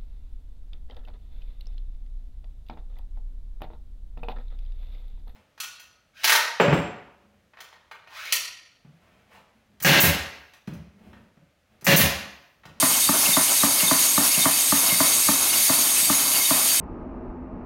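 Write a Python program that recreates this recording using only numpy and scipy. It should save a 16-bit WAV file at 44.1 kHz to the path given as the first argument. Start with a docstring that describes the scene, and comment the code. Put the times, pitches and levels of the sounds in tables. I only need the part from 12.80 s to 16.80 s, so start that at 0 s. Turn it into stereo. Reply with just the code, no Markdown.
"""A small duplex piston pump thuds on a workshop bench, run on compressed air; it slows as the valve eases.
The pistons strike alternate ends of their travel and ring pump and bench, treble arriving before bass.
Soft knocks fall in mid-stroke, the valve gear squeaks and the exhaust breathes with the strokes.
Air hisses throughout in the resonances of the ports, and whistles and rubs at fixed points of the cycle.
Behind it all sit the short echoes and faint rumble of the workshop."""
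import sys
import numpy as np
from scipy import signal
from scipy.fft import rfft, irfft
from scipy.io import wavfile
from scipy.ndimage import uniform_filter1d

SR = 44100
rng = np.random.default_rng(int(sys.argv[2]) if len(sys.argv) > 2 else 0)


def waveform_to_disk(signal):
    """Save audio, clipped to [-1, 1], as 16-bit WAV at the path in sys.argv[1]."""
    frames = np.transpose(np.atleast_2d(signal))
    scaled = np.clip(frames, -1, 1) * 32767
    samples = np.round(scaled).astype(np.int16)
    wavfile.write(sys.argv[1], SR, samples)


N = 176400

# Thuds at the left and right ends of travel. Each row: start in seconds, relative level in dB.
LEFT_THUDS = [(0.0258, 3), (0.568, 2), (1.111, 3), (1.6552, 2.5), (2.2025, 2), (2.8956, 0), (3.707, 0.5)]
RIGHT_THUDS = [(0.29, 1), (0.8333, 1), (1.377, 1), (1.9226, 1), (2.486, 0.91), (3.2977, -0.66)]


def undb(db):
    """Decibels to gain."""
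    return 10 ** (np.asarray(db) / 20)


def unit(x):
    """Scale to rms 1."""
    return x / np.sqrt(np.mean(x ** 2))


def curve(points):
    """An EQ curve: the gain at every frequency bin, from (Hz, dB) points."""
    hz, db = np.array(points, float).T
    bin_hz = np.arange(N // 2 + 1) * SR / N + 1
    return undb(np.interp(np.log(bin_hz), np.log(hz), db))


def noise(gain):
    """Noise of rms 1, coloured by a gain per frequency bin."""
    return unit(irfft(rfft(rng.standard_normal(N)) * gain, N))


def resonance(hz, width_hz):
    """Turbulence ringing one resonance: a breathy pitch."""
    f = np.arange(N // 2 + 1) * SR / N + 1
    return noise(1 / (1 + 1j * (f * f - hz * hz) / (f * width_hz)))


def drift(rate_hz):
    """Smooth random wander of rms 1."""
    hold = max(int(SR / rate_hz), 2)
    steps = np.repeat(rng.standard_normal(N // hold + 1), hold)
    return unit(uniform_filter1d(uniform_filter1d(steps, hold), hold)[:N])


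def rumble():
    """The faint, steady rumble of the workshop, independent in each channel."""
    # Rumble colour. Each row: frequency in Hz, relative level in dB.
    spectrum = [(20, 0), (45, 8), (75, -3), (110, -15), (200, -20), (600, -60)]
    return undb(-63) * np.array([noise(curve(spectrum)), noise(curve(spectrum))])


def room(x):
    """Diffuse workshop echoes: half-octave bands of dying noise that fade in after a short gap."""
    # Reverb tail. Each row: frequency in Hz, level in dB, time to fall 60 dB in seconds.
    reverb = [(59.4, -22, .25), (150, -8.5, 0.19), (300, -16, 0.3), (450, -16, .2), (630, -14.5, 0.23),
              (1090, -10, 0.17), (2200, -1.5, .13), (5000, -8, 0.12)]
    hz, levels, decays = np.array(reverb).T
    t, tail = np.arange(N // 6) / SR, 0
    gap_s = 0.015
    fade_in = np.clip(t / gap_s - 1, 0, 1)
    for centre in 60 * 2 ** (np.arange(13) / 2):
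        db = np.interp(np.log(centre), np.log(hz), levels)
        t60 = np.interp(np.log(centre), np.log(hz), decays)
        bandpass = signal.butter(2, centre * 2 ** (np.array([-1, 1]) / 4), "band", fs=SR, output="sos")
        band = signal.sosfilt(bandpass, rng.standard_normal(len(t)))
        band *= np.exp(-np.log(1000) * t / t60) * fade_in
        tail += band * undb(db) * np.sqrt(centre * np.log(2) / SR / np.sum(band ** 2))
    return signal.fftconvolve(x, tail)[:N]


def cycle():
    """The pump's place in its cycle (0-2 strokes after a left thud) and its slowness (0 fast, 1 slow)."""
    ends = np.sort([s for s, db in LEFT_THUDS + RIGHT_THUDS])
    ends = np.r_[2 * ends[0] - ends[1], ends, 2 * ends[-1] - ends[-2]]  # one more stroke at each end
    t, lengths = np.arange(N) / SR, np.diff(ends)
    place = (np.interp(t, ends, np.arange(len(ends))) - 1) % 2
    slow = np.interp(t, ends[:-1] + lengths / 2, (lengths - lengths.min()) / np.ptp(lengths))
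    return place, slow


def exhaust(place, slow):
    """Spent air rushes out early in each stroke and slackens as the piston nears its end."""
    # Exhaust colour. Each row: frequency in Hz, relative level in dB.
    spectrum = [(25, -38), (70, -23), (110, -3.5), (170, -8), (275, 3.5), (350, -2), (470, -8), (640, 1.5),
                (760, -1.5), (1100, 2), (1500, -3.5), (2200, -16.5), (3500, -20)]
    # Flow through the cycle. Each row: place in strokes, relative level in dB.
    flow = [(0, 6.5), (.25, 5), (.5, 2.5), (.75, 0.5), (.95, 0.5), (1.2, 6), (1.5, 2.5), (1.72, 4.5),
            (1.87, -1.5), (2, 2)]
    db = -36.5 + np.interp(place, *np.array(flow).T) - 1.5 * slow + 1.96 * drift(40)
    return undb(db) * noise(curve(spectrum))


def hiss(place, slow):
    """Leaking air: a fluttering jet, wavering ports, and whistles and chamber tones tied to the cycle."""
    # Broad jet noise. 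Each row: frequency in Hz, relative level in dB.
    jet = [(1200, -24), (1700, -7.5), (2000, -5), (2600, -3.5), (3400, -2.5), (4200, -1), (5000, -2),
           (5900, -2), (6700, -0.8), (7400, -3.5), (8400, -0.6), (10400, 0.5), (12000, -1.5), (13500, 3.5),
           (14300, -11), (15500, -5)]
    # Resonances of the air passages. Each row: frequency in Hz, width in Hz, relative level in dB.
    ports = [(2180, 70, -7), (2568, 63, -8.5), (3105, 20, -6.5), (3740, 210, -9), (4595, 21.6, 3),
             (5230, 30, -5), (5570, 15, -13.5), (5520, 90, -10.5), (6176, 45, 0), (6640, 15.5, 4.5),
             (6670, 41, 1), (7120, 260, -9.5), (8080, 34, -7), (8230, 135, -3.7), (8560, 40, -11.5),
             (9060, 24, 1.5), (9220, 87, -10.5), (9630, 44, 0.5), (10000, 79, -1.5), (10600, 165, -1),
             (11430, 77, -3), (11970, 62, -10.5), (12170, 130, -8), (12300, 67, -16), (12970, 190, -4),
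             (13500, 25, -4), (14040, 37, -14), (15041, 130, -22)]
    # Whistles and rubs, once a cycle. Each row: place in strokes, spread in strokes, frequency in Hz,
    # width in Hz, level in dB, change when slow in dB.
    whistles = [(0.47, 0.04, 3050, 300, -30, -5), (0.56, 0.027, 6500, 1100, -25, -14),
                (1.62, 0.02, 2810, 180, -25, -2.5), (1.55, 0.032, 5160, 95, -28.5, -19),
                (1.73, 0.12, 2170, 60, -32, -5.5), (1.62, 0.14, 12000, 300, -35, 3),
                (1.34, 0.15, 10800, 120, -27.5, -5), (1.86, .15, 4600, 60, -36, -6)]
    # Two chamber resonances take turns as the piston travels.
    # Each row: place in strokes, level of the upper in dB, level of the lower in dB.
    chamber = [(0, -30, -69), (.25, -26.5, -46), (.5, -32, -31.5), (.7, -34, -27), (.98, -63, -29),
               (1.15, -37, -37), (1.65, -41, -60), (1.82, -29.5, -46), (2, -27, -48)]
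    chamber_hz = 8990, 8260
    air = undb(-22.5 + 1.3 * drift(45)) * noise(curve(jet))
    port_tones = sum(undb(db + 1.5 * drift(18)) * np.sqrt(width) * resonance(hz, width)
                     for hz, width, db in ports)
    air += undb(-22.5) * unit(port_tones)
    for at, spread, hz, width, db, slow_db in whistles:
        strokes_away = (place - at + 1) % 2 - 1
        swell = np.exp(-.5 * (strokes_away / spread) ** 2)
        air += undb(db + slow_db * slow) * swell * resonance(hz, width)
    places, *levels = np.array(chamber).T
    for hz, db in zip(chamber_hz, levels):
        air += undb(np.interp(place, places, db)) * resonance(hz, width_hz=135)
    return air


def squeaks():
    """Brief, unsteady tones from the sliding valve gear."""
    # Each row is one squeak: time of its peak in seconds, pitch in Hz, level in dB.
    slides = [(.247, 3700, -27), (0.543, 3650, -22.5), (.803, 3810, -28), (1.083, 3630, -24.5),
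              (1.627, 3660, -24.5), (3.657, 3030, -34), (3.66, 3700, -29)]
    spread_s, jitter_hz = .011, 50
    t, out = np.arange(N) / SR, 0
    for s, hz, db in slides:
        tone = np.sqrt(2) * np.sin(2 * np.pi * np.cumsum(hz + jitter_hz * drift(500)) / SR)
        out += undb(db) * np.exp(-.5 * ((t - s) / spread_s) ** 2) * tone
    return out


def ring(modes, lag_at_200_hz_s=0.00653):
    """Pump and bench ring from one blow; bending waves are slower in the bass, so it chirps downward."""
    rise_s, low_hz, fastest_hz = 0.001, 97, 1204
    t, body = np.arange(N // 4) / SR, 0
    for hz, db, t60 in modes:
        envelope = (1 - np.exp(-t / rise_s)) * np.exp(-np.log(1000) * t / t60)
        body += undb(db) * envelope * np.sin(2 * np.pi * hz * t)
    f = np.arange(len(t) // 2 + 1) * SR / len(t)
    lag = lambda hz: 1 / np.sqrt(np.clip(hz, low_hz, fastest_hz)) - 1 / np.sqrt(fastest_hz)
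    delay_s = lag_at_200_hz_s * lag(f) / lag(200)
    chirp = irfft(rfft(body) * np.exp(-2j * np.pi * np.cumsum(delay_s) * f[1]), len(t))
    # The bench radiates little between its first two groups of modes, or in the deep bass.
    hollowed = signal.lfilter(*signal.iirnotch(435, Q=2.74, fs=SR), chirp)
    return signal.sosfilt(signal.butter(2, low_hz, "high", fs=SR, output="sos"), hollowed)


def strike(events, response):
    """Trigger a ringing response at each (seconds, dB) blow."""
    blows = np.zeros(N)
    for s, db in events:
        blows[int(np.clip(s * SR, 0, N - 1))] += undb(db)
    return signal.fftconvolve(blows, response)[:N]


def pistons():
    """Pistons thud at the ends of travel and knock in mid-stroke; the body rocks before each right thud."""
    # Modes of pump and bench for left thuds, right thuds and knocks.
    # Each row: frequency in Hz, relative level in dB, time to fall 60 dB in seconds.
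    left_modes = [(105, -49, 0.28), (161, -28, 0.136), (200, -22, 0.064), (265.3, -20.5, 0.16),
                  (281.8, -23, 0.16), (622, -23, 0.06), (647.4, -21.5, .12), (953, -18, 0.034),
                  (1017, -23, 0.17), (1140, -7.5, 0.02), (1377, -17, 0.025), (1794, -28, 0.071),
                  (1864, -29, 0.1), (2056, -21.5, 0.036)]
    right_modes = [(113, -36, 0.21), (201, -24.5, 0.1), (224, -22.5, 0.15), (279, -18.5, 0.15),
                   (323, -52, 0.09), (613, -20.5, 0.062), (634, -38, 0.086), (888, -20.5, 0.059),
                   (1103, -20.5, 0.024), (1178, -13.5, 0.027), (1196, -14.5, 0.012), (1490, -25.5, 0.04),
                   (1807, -26, 0.064)]
    knock_modes = [(128, -44, 0.29), (185, -23.5, 0.067), (243, -29, 0.097), (620, -30, .06),
                   (880, -35, 0.024)]
    # Soft knocks of the other piston. Each row: start in seconds, relative level in dB.
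    knocks = [(.482, 1), (1.026, 4), (1.571, 3), (2.118, 3), (3.221, -7)]
    lurch_lead_s, lurch_mode = 0.0327, (107.8, -40.5, 0.13)
    left = undb(-1) * strike(LEFT_THUDS, ring(left_modes))
    right = undb(1) * strike(RIGHT_THUDS, ring(right_modes, lag_at_200_hz_s=0.0044))
    lurch = strike([(s - lurch_lead_s, db) for s, db in RIGHT_THUDS], ring([lurch_mode]))
    return left + right + lurch + strike(knocks, ring(knock_modes))


def scene():
    """Pump and air in front of a stereo microphone whose sides hear the bench out of step."""
    # Stereo width of the pump, of the diffuse hiss, and of the air that leads on the left.
    # Each row: frequency in Hz, side level in dB.
    pump_width = [(30, -1), (80, -22), (170, -8.5), (330, -6), (700, -3), (1300, -5.5), (2500, -4),
                  (6000, -12)]
    hiss_width = [(1800, -8.5), (4500, -18.5), (8000, -19.5), (11000, -11), (13000, -10), (16000, -3)]
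    air_lead = [(1800, -30), (4500, -9), (8000, -42), (11000, -26), (13700, -7), (16000, -13)]
    # Panning. Each row: frequency in Hz, left minus right in dB.
    balance = [(40, -8), (110, 0), (380, -.5), (700, -1.5), (2400, 0), (4400, .5), (8100, 0), (14000, -1.5)]
    place, slow = cycle()
    blows = pistons()
    pump = blows + room(blows) + exhaust(place, slow)
    # A side signal turned a quarter cycle (1j) puts left and right out of step.
    pump_side = irfft(rfft(pump) * 1j * curve(pump_width), N) + undb(-5) * room(blows)
    air = hiss(place, slow) + squeaks()
    diffuse_spectrum = rfft(hiss(place, slow)) * curve(hiss_width)
    air_side = irfft(diffuse_spectrum + 1j * rfft(air) * curve(air_lead), N)
    mid, side = pump + air, pump_side + air_side
    stereo = np.array([mid + side, mid - side]) + rumble()
    lean = np.sqrt(curve(balance))
    return irfft(rfft(stereo) * np.array([lean, 1 / lean]), N)


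def record(dry):
    """A steep low-pass trims the very top of the hiss."""
    top_hz = 15750
    return signal.sosfilt(signal.ellip(10, .2, 80, top_hz, fs=SR, output="sos"), dry)


dry = scene()
out = record(dry)
waveform_to_disk(out)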